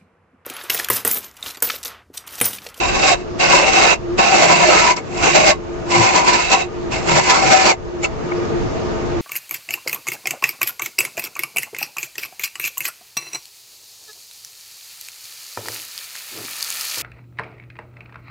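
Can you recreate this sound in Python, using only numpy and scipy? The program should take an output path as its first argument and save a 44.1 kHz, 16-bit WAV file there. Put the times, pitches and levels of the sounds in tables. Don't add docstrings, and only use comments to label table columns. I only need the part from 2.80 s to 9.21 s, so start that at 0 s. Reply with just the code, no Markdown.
import sys
import numpy as np
from scipy import signal
from scipy.io import wavfile
from scipy.ndimage import uniform_filter1d

SR = 44100
rng = np.random.default_rng(int(sys.argv[2]) if len(sys.argv) > 2 else 0)


def ratio(d):
    e = np.asarray(d, float) / 20
    return 10 ** e


def unload_wav(signal):
    wavfile.write(
        sys.argv[1],
        SR,
        np.round(np.clip(np.atleast_2d(signal).T, -1, 1) * 32767).astype(np.int16),
    )


N = 282681

# (full contact [s], lift-off [s], edge level [dB], rise [dB/s], fall [dB/s])
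STROKES = [(0.0, 0.338, -23.5, 895, 646), (.36, 0.408, -41, 898, 400), (0.6, 1.13, -17.5, 1398, 748),
           (1.386, 2.11, -18.5, 1501, 537), (2.168, 2.182, -32, 896, 600), (2.335, 2.4, -40, 500, 100),
           (2.426, 2.45, -24.5, 153, 500), (2.435, 2.706, -17, 502, 602), (3.117, 3.814, -23.5, 437, 478),
           (4.117, 4.28, -34, 1100, 500), (4.29, 4.916, -21.5, 399, 801), (5.243, 5.247, -23.5, 752, 750.5)]
# (time [s], edge gain [dB], length [s], further vase gain [dB])
DIGS = [(.01, 3, 0.01, 1.7), (0.285, 7.5, 0.09, 0.5), (0.749, 3, 0.063, 1), (0.843, -1.5, .04, 2),
        (0.914, -3, .05, -1.5), (1.003, 2.5, 0.064, 1.5), (1.395, 1, 0.031, 6.5), (1.555, 2, .05, 2),
        (1.686, -1, 0.067, 0.5), (1.891, 2.5, 0.042, -0.5), (1.993, 1, 0.028, -2),
        (2.518, -4.5, 0.032, -10), (2.551, 2, 0.012, -2.5), (2.702, 1.5, .03, -1), (3.154, 5.5, 0.024, 2.5),
        (3.242, 5, 0.049, .5), (3.374, 6, 0.054, 1), (3.429, -6, .03, 6.5), (3.513, 4, 0.065, -0.5),
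        (3.55, 2, .03, 3), (3.656, -1.5, 0.1, -4), (3.724, 8.5, 0.041, 2.5), (4.135, 6, .05, -1.5),
        (4.332, 2.5, .05, -0.5), (4.445, -3.5, 0.041, -6), (4.508, 6.5, 0.022, -4.5),
        (4.62, 0.5, 0.056, 2.5), (4.727, 5, 0.027, .5), (4.869, 5.5, 0.084, 1)]
# (time [s], reach [-1 deep in the shoulder to 1 near the mouth])
REACH = [(0, 1), (.35, 0.42), (.8, 0.34), (1.15, 0.56), (1.42, 1), (1.55, -0.27), (1.8, -0.028),
         (2.05, -0.49), (2.35, -0.16), (2.6, -0.11), (3.2, -0.78), (3.45, -.5), (3.6, 0.035), (3.85, 1),
         (4.15, 0.058), (4.499, -1.3), (4.9, -0.44), (5.25, -1.1)]


def stroke_levels():
    time = np.arange(N) / SR
    strokes = []
    for start, end, db, rise, fall in STROKES:
        approach = rise * np.maximum(start - time, 0)
        departure = fall * np.maximum(time - end, 0)
        strokes.append(db - approach - departure)
    contact = np.max(strokes, axis=0)
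    dig, boom = sum(np.outer([db, vase_db], bump(s, length)) for s, db, length, vase_db in DIGS)
    reach = np.interp(time, *np.transpose(REACH))
    vase = dig + boom + 3 - 2 * reach
    hiss = 1.35 * dig - 5 - 1.5 * reach
    levels = contact + np.array([dig, vase, hiss])
    return uniform_filter1d(np.maximum(levels, -90), size=200, axis=1)


# (frequency [Hz], width [Hz], left level [dB], right level [dB], gain per unit of reach [dB])
BAR_MODES = [(1550, 162, -9.5, -7.5, 0.5), (1730, 72, -12, -5.5, -2.5), (2056, 51, -9.5, -2.5, -3.5),
             (2165, 95, 0.5, -8.5, -2.5), (2225, 67, -8.5, -9.5, -8), (2386, 155, -22, -7, -4),
             (2510, 168, -15.5, -2.5, 1.5), (2616, 114, -5.5, 0, 5.5), (2700, 84, -4, -4.5, 5),
             (2842, 130, -8.5, -18.5, -2)]
VASE_MODES = [(468.6, 147, -13.5, -20.5, 1), (566.5, 84, -11.5, -9, 2.5), (620.4, 81, -6, -6, -1.5),
              (695, 54, -6.5, -3, 0), (756.5, 53.3, 3, -1.5, -1.8), (932, 51, -9.5, -9.5, -0.5),
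              (985, 95, -0.5, -3.5, -2.6), (1088.6, 56, -7.5, -6, 1), (1302, 117, -13, -10, -1.2)]
TIP_MODES = [(3799, 88, -11, -1.5, 7.5), (3850, 110, -11, 2, 7), (4430, 120, -1.5, -0.5, -2.5),
             (4825, 250, -8.5, -3.5, 2), (5160, 280, -7, -5, 1), (5535, 360, -9.5, -3, 1),
             (6120, 140, -1.5, -5, -2), (6376, 200, -9, 0.5, 2), (7110, 180, -6, -6.5, -5.5),
             (7293, 223, -2, -1, -2.5)]


def cutting(levels):
    bar, vase, tip = ratio(levels + 1.65 * drift(26))
    bar = ringing_part(bar, BAR_MODES, 1510, 3320, broad_db=-8.0, wander_db=1.55, alike=0.13)
    vase = ringing_part(vase, VASE_MODES, 150, 1500, broad_db=-5.5, wander_db=4.5, alike=-0.13)
    tip = ringing_part(tip, TIP_MODES, 3050, 8240, broad_db=0.0, wander_db=2.5, alike=0.081)
    return ratio(-1.0) * bar + ratio(-1.82) * vase + ratio(-2.5) * tip


# (frequency [Hz], level per Hz [dB])
TEARING = [(88, -40), (150, -5.5), (258, -11.5), (345, -2.5), (477, -8.5), (767, 0.5), (864, -18),
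           (990, -23), (1890, 3.5), (2650, 7.5), (3090, -33), (7230, -39), (8720, -23.5), (11300, -66),
           (19200, -120)]
# (frequency [Hz], left minus right [dB])
TEARING_SIDE = [(60, 1.0), (94, 0.5), (150, -7), (230, 7.5), (360, -3), (560, 7.5), (880, -4), (1380, 4.5),
                (2160, -9.5), (3380, -1), (5280, -11.5), (8270, 0.5)]


def ringing_part(force, modes, low_hz, high_hz, broad_db, wander_db, alike):
    snaps = fibres(per_s=7000, spread_db=2.0, alike=alike)
    reach = np.interp(np.arange(N) / SR, *np.transpose(REACH))
    played, power = 0, 0
    for hz, width, left_db, right_db, reach_db in modes:
        gain = ratio([[left_db], [right_db]]) * ratio(reach_db * reach + wander_db * drift(4.0))
        played = played + sharp(force * gain * snaps, hz, width)
        power = power + np.mean(gain ** 2, axis=0) * width * np.pi / 2 / SR
    ringing = played / np.sqrt(power)
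    white = [snaps, fibres(per_s=9000, spread_db=2.3, alike=alike)]
    broad = coloured(white, TEARING, TEARING_SIDE, low_hz, high_hz, patchy_db=0.8)
    return ringing + ratio(broad_db) * force * broad


def fibres(per_s, spread_db, alike):
    snapping = rng.random(N) < per_s / SR
    sizes = ratio(spread_db * np.minimum(rng.exponential(1, N), 5)) * snapping
    left, own = rng.standard_normal((2, N))
    right = alike * left + np.sqrt(1 - min(alike ** 2, 1)) * own
    return rms_one(sizes * np.array([left, right]))


# (time [s], level [dB], ring [Hz], ring width [Hz], contact [s])
KNOCKS = [
    (2.168, -27, 5100, 2500, 0.0062),
    (5.24, -27.5, 7000, 497, 0.015),
    (5.243, -23.5, 2230, 199, 0.015),
    (5.25, -18, 2650, 198, 0.013),
    (5.522, -24.5, 2190, 110, 0.007),
    (5.522, -25.5, 1040, 497, 0.0089),
]


def knocks():
    return bursts(KNOCKS)


# (time [s], level [dB], ring [Hz], ring width [Hz], length [s])
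JUDDERS = [
    (.7, -30.5, 142.5, 60, 0.095),
    (1.7, -29.5, 154, 60, 0.2),
    (2.55, -31.5, 157, 59.2, 0.23),
    (3.2, -17.5, 119, 59, 0.056),
    (4.353, -23, 148, 58.8, 0.076),
    (4.68, -23.5, 130, 59, 0.041),
]


def judders():
    return bursts(JUDDERS)


def bursts(events):
    out = np.zeros((2, N))
    half = SR // 4
    time = np.arange(-half, half) / SR
    for s, db, hz, width, length in events:
        shake = rms_one(sharp(rng.standard_normal((2, len(time))), hz, width))
        start = round(s * SR) - half
        out[:, start:start + len(time)] += ratio(db) * np.exp(-2 * (time / length) ** 2) * shake
    return out


def room(x):
    t60_s, level_db = 0.067, -20.5
    time = np.arange(SR // 2) / SR
    tail = rng.standard_normal((2, len(time))) * ratio(-60 * time / t60_s) * (time > .004)
    tail = tail / np.sqrt(np.sum(tail ** 2, axis=1, keepdims=True))
    return ratio(level_db) * signal.fftconvolve(x, tail, axes=1)[:, :N]


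# (time [s], gain [dB], length [s])
SWELLS = [(0.036, 1.5, 0.054), (.2, 0, 0.067), (.77, 10, 0.11), (1.3, 4.5, 0.071), (1.544, 5, 0.094),
          (1.876, 7.5, 0.09), (2.24, -12, 0.11), (2.505, 10, 0.054), (3.2, 10, 0.091), (4.058, 3, 0.071),
          (4.346, 5, 0.14), (4.798, 2, 0.05), (4.97, -8, 0.077), (5.204, 2.5, 0.13), (5.354, -22, 0.059),
          (5.46, 4.5, 0.11), (5.67, -10, .05), (5.765, 7.5, 0.076), (6.02, 1.5, .08), (6.19, -2, 0.11),
          (6.375, 10.5, 0.054)]
# (time [s], gain [dB], length [s])
SHUDDERS = [(.15, 1.5, .2), (.9, 6, .1), (1.4, 8, 0.09), (2.0, 1, .1), (2.24, -10, 0.11), (2.4, 4, 0.092),
            (2.75, 4.5, 0.17), (3.8, -4, 0.13), (4.1, -2, .1), (4.35, 3, 0.12), (5.6, -8, .15),
            (5.85, 4, .1), (6.38, 8, 0.13)]


def lathe(ducking):
    phase = 2 * np.pi * np.cumsum(352.2 + 6.69 * drift(10.65)) / SR
    apart = 0.96 * drift(6.6) * [[1], [-1]]
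    hum = np.sqrt(2) * np.sin(phase + apart)
    hum_db = -29.5 + 3 * drift(5.7) + sum(db * bump(s, length) for s, db, length in SWELLS)
    bed = signal.butter(2, [18, 90], "band", fs=SR, output="sos")
    rumble = rms_one(signal.sosfilt(bed, rng.standard_normal((2, N))))
    rumble_db = -34 + 2 * drift(5.0) + sum(db * bump(s, length) for s, db, length in SHUDDERS)
    return ratio(hum_db) * ducking ** 0.63 * hum + ratio(rumble_db) * ducking ** 0.5 * rumble


# (frequency [Hz], level per Hz [dB])
SHOP_AIR = [(47, -30), (80, -3), (363, -5), (468, -6.5), (693, -10.5), (1070, -14), (2000, -22.5),
            (2430, -21), (2960, -29), (5550, -31), (6120, -38.5), (6500, -32), (8720, -60.5), (11300, -86),
            (19200, -120)]
# (frequency [Hz], left minus right [dB])
SHOP_SIDE = [(60, -2.5), (210, 3), (700, 2.5), (2410, -3), (8270, -4.5)]
# (frequency [Hz], width [Hz], level [dB], left-right likeness [0-1])
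SHOP_RESONANCES = [(127, 34, -35.5, 0.02), (442, 20, -34, 0.48), (649, 12, -37, 0.26), (915, 19, -46, 0),
                   (1218, 38, -42.5, .1), (6500, 80, -55.5, 0.2)]


def workshop():
    white = rng.standard_normal((2, 2, N))
    out = ratio(-27) * coloured(white, SHOP_AIR, SHOP_SIDE, 80.2, 8930, patchy_db=1.4)
    return out + sum(ratio(db) * narrow_noise(hz, width, alike) for hz, width, db, alike in SHOP_RESONANCES)


def narrow_noise(hz, width, alike):
    both, own = rng.standard_normal(N), rng.standard_normal((2, N))
    alike = np.clip(alike, 0, 1)
    mixed = np.sqrt(alike) * both + np.sqrt(1 - alike) * own
    return rms_one(resonate(mixed, hz, width))


def coloured(white, spectrum, balance, low_hz, high_hz, patchy_db):
    out = 0
    edges = np.geomspace(low_hz, high_hz, int(3 * np.log2(high_hz / low_hz)) + 2)
    for k, (low, high) in enumerate(zip(edges, edges[1:])):
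        band_filter = signal.butter(2, [low, high], "band", fs=SR, output="sos")
        band = signal.sosfilt(band_filter, white[k % 2])
        hz = np.sqrt(low * high)
        level = ratio(at_hz(spectrum, hz) + patchy_db * drift(8.8))
        out = out + band * level * sides(at_hz(balance, hz))
    return rms_one(out)


def resonate(x, hz, width_hz):
    r = np.exp(-np.pi * width_hz / SR)
    poles = [1, -2 * r * np.cos(2 * np.pi * hz / SR), r * r]
    return signal.lfilter([(1 - r * r) / 2, 0, (r * r - 1) / 2], poles, x)


def sharp(x, hz, width_hz):
    return resonate(resonate(x, hz, width_hz), hz, width_hz)


def drift(rate):
    r = np.exp(-80 * np.pi * rate / SR)
    white = rng.standard_normal(N // 40 + 2002)
    slow = signal.lfilter([1], [1, -2 * r, r * r], white)[2000:]
    return np.interp(np.arange(N) / 40, np.arange(len(slow)), rms_one(slow))


def bump(s, length):
    return np.exp(-2 * ((np.arange(N) / SR - s) / length) ** 2)


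def rms_one(x):
    return x / np.sqrt(np.mean(x ** 2) + 1e-20)


def at_hz(points, hz):
    table_hz, table_db = np.transpose(points)
    return np.interp(np.log(hz), np.log(table_hz), table_db)


def sides(db):
    return ratio(np.array([[db / 2], [-db / 2]]))


def gain_control(levels, knee_db, depth, release_db_s):
    over = np.maximum(levels.max(axis=0) - knee_db, 0)
    ramp = release_db_s * np.arange(N) / SR
    held = np.maximum.accumulate(depth * over + ramp) - ramp
    smooth = signal.lfilter([.002], [1, -.998], np.maximum(held, 0), zi=[held[0]])[0]
    return ratio(-smooth)


def scene():
    levels = stroke_levels()
    cut = cutting(levels) + knocks()
    ducking = gain_control(levels, knee_db=-25.5, depth=0.84, release_db_s=19.0)
    background = lathe(ducking) + ducking * workshop()
    return ratio(2.5) * (cut + room(cut) + judders() + background)


def roll_off(x):
    return signal.sosfilt(signal.butter(12, 15900, fs=SR, output="sos"), x)


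def record(dry):
    narrow = signal.sosfilt(signal.butter(12, 7900, fs=SR, output="sos"), dry)
    squeezed = narrow / (1 + np.abs(narrow / 1.06) ** 6) ** (1 / 6)
    edge = signal.cheby2(16, 60, 9450, fs=SR, output="sos")
    grit_band = signal.cheby2(6, 50, [10300, 16300], "band", fs=SR, output="sos")
    mix = signal.sosfilt(edge, squeezed) + signal.sosfilt(grit_band, squeezed)
    return roll_off(mix)


dry = scene()
out = record(dry)
unload_wav(out)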